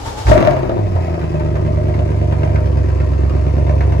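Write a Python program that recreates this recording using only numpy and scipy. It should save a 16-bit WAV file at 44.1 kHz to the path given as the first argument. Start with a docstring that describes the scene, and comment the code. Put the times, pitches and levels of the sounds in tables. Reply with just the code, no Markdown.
"""A V8 starts from cold in a reverberant garage, heard just behind its tailpipes.
First the starter whirs and the turning engine shakes the body. At a quarter of a second the first
charges catch: the silencer booms, exhaust pulses excite the pipes' resonances, and shock fronts crack.
The revs flare, then sink to a fast idle with an occasional cough. One cylinder bank fires unevenly
into the near pipes, and this amplitude modulation gives the idle its throb."""
import sys
import numpy as np
from scipy import signal
from scipy.fft import rfft, irfft, next_fast_len
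from scipy.io import wavfile
from scipy.ndimage import uniform_filter1d

SR = 44100
rng = np.random.default_rng(int(sys.argv[2]) if len(sys.argv) > 2 else 0)


def log_audio(samples):
    """Write samples as a 16-bit WAV file to the path given in sys.argv[1]."""
    # one column per channel
    frames = np.atleast_2d(samples).T
    # limit to full scale, then quantise
    limited = np.clip(frames, -1, 1)
    pcm = np.round(limited * 32767).astype(np.int16)
    wavfile.write(sys.argv[1], SR, pcm)


N = 176400


def amp(db):
    """Decibels to amplitude ratio."""
    return 10 ** (np.asarray(db) / 20)


def unit_rms(x):
    """Scale to rms 1."""
    return x / np.sqrt(np.mean(x ** 2) + 1e-20)


def along(points, hz):
    """Interpolate (frequency, value) points on a logarithmic frequency axis."""
    knots_hz, values = np.transpose(points)
    return np.interp(np.log(hz + 1), np.log(knots_hz + 1), values)


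def curves(rows):
    """Interpolate each column after the time to one value per sample."""
    times, *columns = np.transpose(rows)
    return [np.interp(np.arange(N) / SR, times, column) for column in columns]


def filtered(x, response):
    """Linear filtering: multiply the spectrum by a frequency response."""
    size = 2 * next_fast_len(N // 2 + SR // 2)
    return irfft(rfft(x, size) * response(np.fft.rfftfreq(size, 1 / SR)), size)[..., :N]


def coloured(x, spectrum):
    """Minimum-phase filter of unit power gain, made by folding the cepstrum."""
    def response(hz):
        cepstrum = irfft(np.log(unit_rms(amp(along(spectrum, hz)))))
        cepstrum[1:len(cepstrum) // 2] *= 2
        cepstrum[len(cepstrum) // 2 + 1:] = 0
        return np.exp(rfft(cepstrum))
    return filtered(x, response)


def impulses(times, sizes):
    """Single-sample kicks at the given times."""
    inside = (times >= 0) & (times < (N - 1) / SR)
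    return np.bincount(np.round(times[inside] * SR).astype(int), sizes[inside], N)


def fading(kicks, decay_s):
    """Exponential decay after each kick."""
    return signal.lfilter([1], [1, -np.exp(-1 / (decay_s * SR))], kicks)


def direct(x, left_lead_s=0.000467):
    """Path difference: direct sound arrives on the left first."""
    return filtered(x, lambda hz: np.exp(1j * np.pi * hz * left_lead_s * np.array([[1], [-1]])))


# Reverberation of the garage (frequency [Hz], 60 dB decay time [s])
GARAGE_DECAY = [(80, 0.18), (500, 0.42), (2500, 0.14), (10000, 0.051)]
def in_garage(x, room_db, tails=8):
    """Reverberation: direct sound plus a diffuse field that crossfades between decaying noise tails."""
    diffuse = np.zeros((2, N))
    for k in range(tails):
        hz, t, noise = signal.stft(rng.standard_normal((2, SR // 2)), SR, nperseg=256)
        tail = signal.istft(noise * amp(-60 * t / along(GARAGE_DECAY, hz)[:, None]), SR)[1]
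        tail /= np.linalg.norm(tail[0])
        share = np.sqrt(np.clip(1 - abs(np.linspace(0, tails - 1, N) - k), 0, 1))
        diffuse += signal.fftconvolve((x * share)[None], tail, axes=1)[:, :N]
    return (direct(x) + amp(room_db) * diffuse) / np.hypot(1, amp(room_db))


# Course of the starter (time [s], level [dB], whine frequency [Hz])
STARTER_RUN = [(0, -31.5, 840), (.045, -31.5, 830), (.065, -25, 900), (.11, -28.5, 920), (.16, -32, 820),
               (.19, -25.5, 870), (.25, -30.5, 830), (.3, -20, 900), (.42, -43, 1000), (.6, -45, 900)]
# Gear noise (frequency [Hz], relative level [dB])
WHIR_SPECTRUM = [(100, -12), (300, 9.5), (500, 7), (850, 6), (1300, -1), (2400, -8.5), (3300, -7.5),
                 (5000, -8), (7000, -11.5), (11500, -24), (15000, -29)]
def starter(whine_db=-4.5, spread_hz=18):
    """Load modulation: the gears whir and whine, labouring at each compression, then grow faint."""
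    level_db, whine_hz = curves(STARTER_RUN)
    waver = unit_rms(uniform_filter1d(rng.standard_normal((2, N)), size=300))
    whine = np.sqrt(2) * np.sin(2 * np.pi * np.cumsum(whine_hz + spread_hz * waver, axis=1) / SR)
    whir = coloured(rng.standard_normal((2, N)), WHIR_SPECTRUM)
    return amp(level_db) * (whir + amp(whine_db) * whine)


# Vibration of the body (frequency [Hz], relative level [dB])
BODY_SPECTRUM = [(8, -62), (20, 1), (35, -12.5), (52, 15), (70, 9.5), (110, 9.5), (200, -10.5),
                 (600, -80)]
def rumble(level_db=-27):
    """Forced vibration: the turning engine shakes the car's body, a steady low noise."""
    return direct(amp(level_db) * coloured(rng.standard_normal(N), BODY_SPECTRUM))


# Pipe modes (frequency [Hz], level [dB], 60 dB decay time [s])
BOOM_MODES = [(57.8, -4, 0.33), (104.2, -8.5, 0.58)]
def boom(start_s=.24, rise_s=.057):
    """Damped normal modes: the first charges boom in the silencer, swelling and ringing down."""
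    t = np.maximum(np.arange(N) / SR - start_s, 0)
    rise = np.sin(np.pi / 2 * np.minimum(t / rise_s, 1)) ** 2
    ringing_s = np.maximum(t - rise_s, 0)
    modes = sum(amp(db - 60 * ringing_s / t60) * np.sin(2 * np.pi * hz * t) for hz, db, t60 in BOOM_MODES)
    return direct(rise * modes)


# Engine speed (time [s], firing rate [1/s])
FIRING_RATE = [(0, 35.6), (.25, 44.3), (.4, 107), (.52, 137.8), (.65, 128.2), (.8, 104), (1, 86.2),
               (1.2, 80.2), (1.5, 73.9), (1.85, 72.8), (2.15, 72.1), (2.4, 73.1), (2.7, 70.3), (3, 68.9),
               (3.3, 68.6), (3.65, 70.4), (4, 71.1)]
def crank_phase(cycle_start_s=1.992):
    """Phase is the integral of rate, here in firing intervals from the start of one cycle."""
    count = np.cumsum(curves(FIRING_RATE)[0]) / SR
    return count - count[round(cycle_start_s * SR)]


# The eight firings of a cycle and their relative strengths
# (phase [firing intervals], puff [dB], burble [dB], bark [dB], rasp [dB])
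FIRINGS = [(.08, -3, 1.5, 8.5, 8.5), (1.12, -5.5, -18.5, 0, 6.5), (2.1, -10, -6.5, -13, 4),
           (3.1, -5.5, -6, -0.5, 2), (4.3, -11, -8.5, -7.5, 7.5), (5.0, -9, 1.5, -7, 3),
           (6.12, -8.5, -5, 0, 6), (7.15, -4, -9, -6.5, 2.5)]
def firing_trains(phase, jitter_s=.00015, scatter_db=1.2, rasp_scatter_db=1.5):
    """Quasi-periodic excitation: unequal firings recur every cycle, so the sound throbs."""
    place, puff_db, burble_db, bark_db, rasp_db = np.transpose(FIRINGS)
    per_cycle = len(FIRINGS)
    cycles = np.arange(phase[0] // per_cycle, phase[-1] // per_cycle + 1)[:, None]
    times = np.interp(per_cycle * cycles + place, phase, np.arange(N) / SR, left=-1, right=-1)
    jitter, scatter, rasp_scatter = rng.standard_normal((3,) + times.shape)
    trains = [impulses(times + jitter_s * jitter, amp(db + scatter_db * scatter))
              for db in (puff_db, burble_db, bark_db)]
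    return *trains, impulses(times, amp(rasp_db + rasp_scatter_db * rasp_scatter))


def gusts(kicks, decay_s=.01, turbulence_db=-2.5):
    """Pulsating flow: each pressure pulse trails decaying turbulence."""
    turbulence = unit_rms(fading(kicks, decay_s) * rng.standard_normal(N))
    return unit_rms(amp(turbulence_db) * turbulence - unit_rms(kicks))


# Response of pipe and garage (frequency [Hz], relative gain [dB])
PIPE_RESPONSE = [(8, -67), (25, -30), (50, -19), (62, 1), (140, 8), (205, 0.5), (290, -1), (410, -4),
                 (455, -20.5), (490, -1), (550, -5), (650, -6.5), (860, -19.5), (980, -9.5), (1100, -26.5),
                 (1500, -24), (3000, -32.5), (9000, -59.5)]
def puffs(kicks, level):
    """Source and filter: the pipe's resonances colour each gust."""
    return coloured(level * gusts(kicks), PIPE_RESPONSE)


# Response of the tailpipe (frequency [Hz], relative gain [dB])
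TAILPIPE_RESPONSE = [(300, -56), (500, -25.5), (570, -9), (610, 9), (655, -1.5), (720, -6.5), (850, -36),
                     (980, -23), (1150, -39), (3000, -68)]
def bark(kicks, level):
    """Narrow resonance: each gust rings the tailpipe near 610 Hz."""
    return coloured(level * gusts(kicks), TAILPIPE_RESPONSE)


def burble(kicks, level, chamber_hz=332, swell_s=.004, gain_db=-2):
    """Cavity resonance: the silencer chamber swells and dies away after each firing."""
    t = np.arange(SR // 20) / SR
    chamber = (t * np.exp(-t / swell_s)) ** 2 * np.sin(2 * np.pi * chamber_hz * t)
    return amp(gain_db) * level * unit_rms(signal.fftconvolve(kicks, unit_rms(chamber))[:N])


# Noise at the pipe's mouth (frequency [Hz], relative level [dB])
RASP_SPECTRUM = [(200, -24.5), (600, -16), (980, 3), (1100, -0.5), (1290, -0.5), (1450, -10), (1650, -6),
                 (2000, -5), (2600, -7), (3200, -16), (4000, -19), (4900, -15), (6500, -21), (8300, -28),
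                 (12000, -29), (15000, -41)]
def rasp(kicks, level, decay_s=.0048, steady_flow_db=-21):
    """Flow noise: each firing rasps at the pipe's mouth above a steady hiss."""
    flow = unit_rms(fading(kicks, decay_s)) + amp(steady_flow_db)
    return coloured(level * unit_rms(flow * rng.standard_normal(N)), RASP_SPECTRUM)


# Exhaust effort (time [s], puff level [dB], bark level [dB], rasp level [dB])
EXHAUST_LEVELS = [(.24, -72, -76, -68), (.29, -11, -21, -30.5), (.345, -19, -8.5, -27.5),
                  (.395, -16.5, -32, -32), (.47, -22.5, -15.5, -34.5), (.6, -29.5, -36, -42.5),
                  (.78, -23, -30, -47), (.88, -30.5, -34.5, -42), (.97, -28.5, -29.5, -40),
                  (1.55, -24, -31.5, -43.5), (2.45, -24.5, -27, -41), (2.75, -25.5, -36, -42),
                  (3.3, -25.5, -33, -41), (3.8, -23.5, -28.5, -41)]
def exhaust(phase):
    """Common excitation: the same firings drive the puffs, bark, burble and rasp."""
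    puff_kicks, burble_kicks, bark_kicks, rasp_kicks = firing_trains(phase)
    puff_level, bark_level, rasp_level = amp(curves(EXHAUST_LEVELS))
    pipes = puffs(puff_kicks, puff_level) + bark(bark_kicks, bark_level)
    silencer = burble(burble_kicks, puff_level)
    mouth = rasp(rasp_kicks, rasp_level)
    return in_garage(pipes, room_db=-7) + in_garage(silencer, room_db=-11) + in_garage(mouth, room_db=4.5)


# Pipe drone (time [s], harmonic 8 [dB], harmonic 11 [dB], harmonic 16 [dB])
DRONE_LEVELS = [(.25, -52, -60, -76), (0.419, -13.5, -28, -44), (.6, -22.5, -41, -62),
                (.73, -21.5, -58, -44), (.85, -13, -56, -39), (.9, -20, -48, -27), (.96, -12.5, -31, -39),
                (1.04, -20, -38, -32), (1.3, -24, -30.5, -26.5), (1.5, -21, -21.5, -27.5),
                (2, -19, -18, -31.5), (2.4, -20, -19, -26), (2.699, -16.5, -17.5, -32.5),
                (3.2, -15.5, -23, -32.5), (3.9, -15, -18.5, -29.5)]
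def drone(phase, harmonics=(8, 11, 16), lag_firings=.55):
    """Beating: the strongest harmonics of the cycle rate sound together in the pipe and interfere."""
    cycle_angle = 2 * np.pi * (phase - lag_firings) / len(FIRINGS)
    tones = sum(amp(db) * np.cos(k * cycle_angle) for k, db in zip(harmonics, curves(DRONE_LEVELS)))
    return direct(-np.sqrt(2) * tones)


# Rough firings (time [s], level [dB])
ROUGH_FIRINGS = [(.269, -17), (1.14, -28), (1.214, -28), (1.397, -23), (1.554, -26), (1.94, -28),
                 (2.323, -26), (2.432, -27), (2.558, -23), (3.002, -26), (3.666, -27), (3.694, -28),
                 (3.807, -22), (3.921, -26)]
# Noise of a cough (frequency [Hz], relative level [dB])
COUGH_SPECTRUM = [(300, -36.5), (900, 6.5), (1300, 4), (1600, 3.5), (2050, 0), (2550, -2.5), (3100, -13),
                  (5000, -18), (9000, -35)]
def coughs(decay_s=.006):
    """Transient flow noise: a rough firing spits a short rasp from the pipe."""
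    times, level_db = np.transpose(ROUGH_FIRINGS)
    spit = fading(impulses(times, amp(level_db)), decay_s) * rng.standard_normal(N)
    return in_garage(coloured(spit, COUGH_SPECTRUM), room_db=-2)


# Combustion cracks and after-fire pops (time [s], pipe ring level [dB], shock front level [dB])
HARD_COMBUSTIONS = [(.286, 9, 5), (.333, 10, 6), (.368, 8, -6), (.379, 7, 9), (.407, 6, -1), (.427, 10, 6),
                    (.451, 7, 4), (.466, 8, -8), (.474, 10, 8), (.511, 6, 1), (.532, 5, -4), (.568, 9, -4),
                    (.632, 7, -5), (.695, 10, -3), (.770, 3, -18), (.961, 9, -9), (1.081, 4, -12),
                    (1.179, 2, -18), (1.991, -2, -7), (2.433, 0, -9)]
# Ring of the pipe (frequency [Hz], relative gain [dB])
RING_RESPONSE = [(15, -52), (60, -11), (200, -16.5), (330, 10.5), (480, 2), (560, 8.5), (650, 15.5),
                 (800, 2.5), (900, 5), (975, 5), (1100, -1.5), (1310, -7), (1500, -10), (3300, -33.5),
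                 (8000, -88), (14000, -105)]
# Shock front (frequency [Hz], relative level [dB])
SHOCK_SPECTRUM = [(100, -12), (600, 8.5), (1300, 12.5), (2500, 1), (3500, -3.5), (5500, -13.5),
                  (14000, -38)]
def cracks(decay_s=.0036, turbulence_db=-27):
    """Impulse response: each hard combustion is a shock front that rings the pipe."""
    times, ring_db, shock_db = np.transpose(HARD_COMBUSTIONS)
    kicks = impulses(times, amp(ring_db))
    turbulence = amp(turbulence_db) * fading(kicks, decay_s) * rng.standard_normal(N)
    ring = coloured(kicks + turbulence, RING_RESPONSE)
    shocks = coloured(impulses(times, amp(shock_db)), SHOCK_SPECTRUM)
    return in_garage(ring, room_db=-5) + in_garage(shocks, room_db=-5)


# Stereo balance (frequency [Hz], left level over right [dB])
LEVEL_DIFFERENCE = [(70, -2), (150, -1.5), (210, -4.5), (290, 2), (350, 2), (420, 10.5), (500, -1.5),
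                    (700, 8.5), (980, 6.5), (1120, -1.5), (2200, 0), (3700, 5), (7000, 0)]
def balance(hz):
    """Reflection: the nearby bumper and floor tilt each frequency to one side, at constant power."""
    gains = amp(along(LEVEL_DIFFERENCE, hz) * np.array([[.5], [-.5]]))
    return gains / np.sqrt(np.mean(gains ** 2, axis=0))


def scene():
    """Superposition: the pressures of all sources add."""
    phase = crank_phase()
    pressure = starter() + rumble() + boom() + exhaust(phase) + drone(phase) + coughs() + cracks()
    return filtered(pressure, balance)


def record(dry, ceiling=.95, top_hz=15100):
    """Soft saturation rounds the highest peaks; a low-pass filter limits the band."""
    rounded = dry / (1 + abs(dry / ceiling) ** 8) ** (1 / 8)
    return filtered(rounded, lambda hz: hz < top_hz)


dry = scene()
out = record(dry)
log_audio(out)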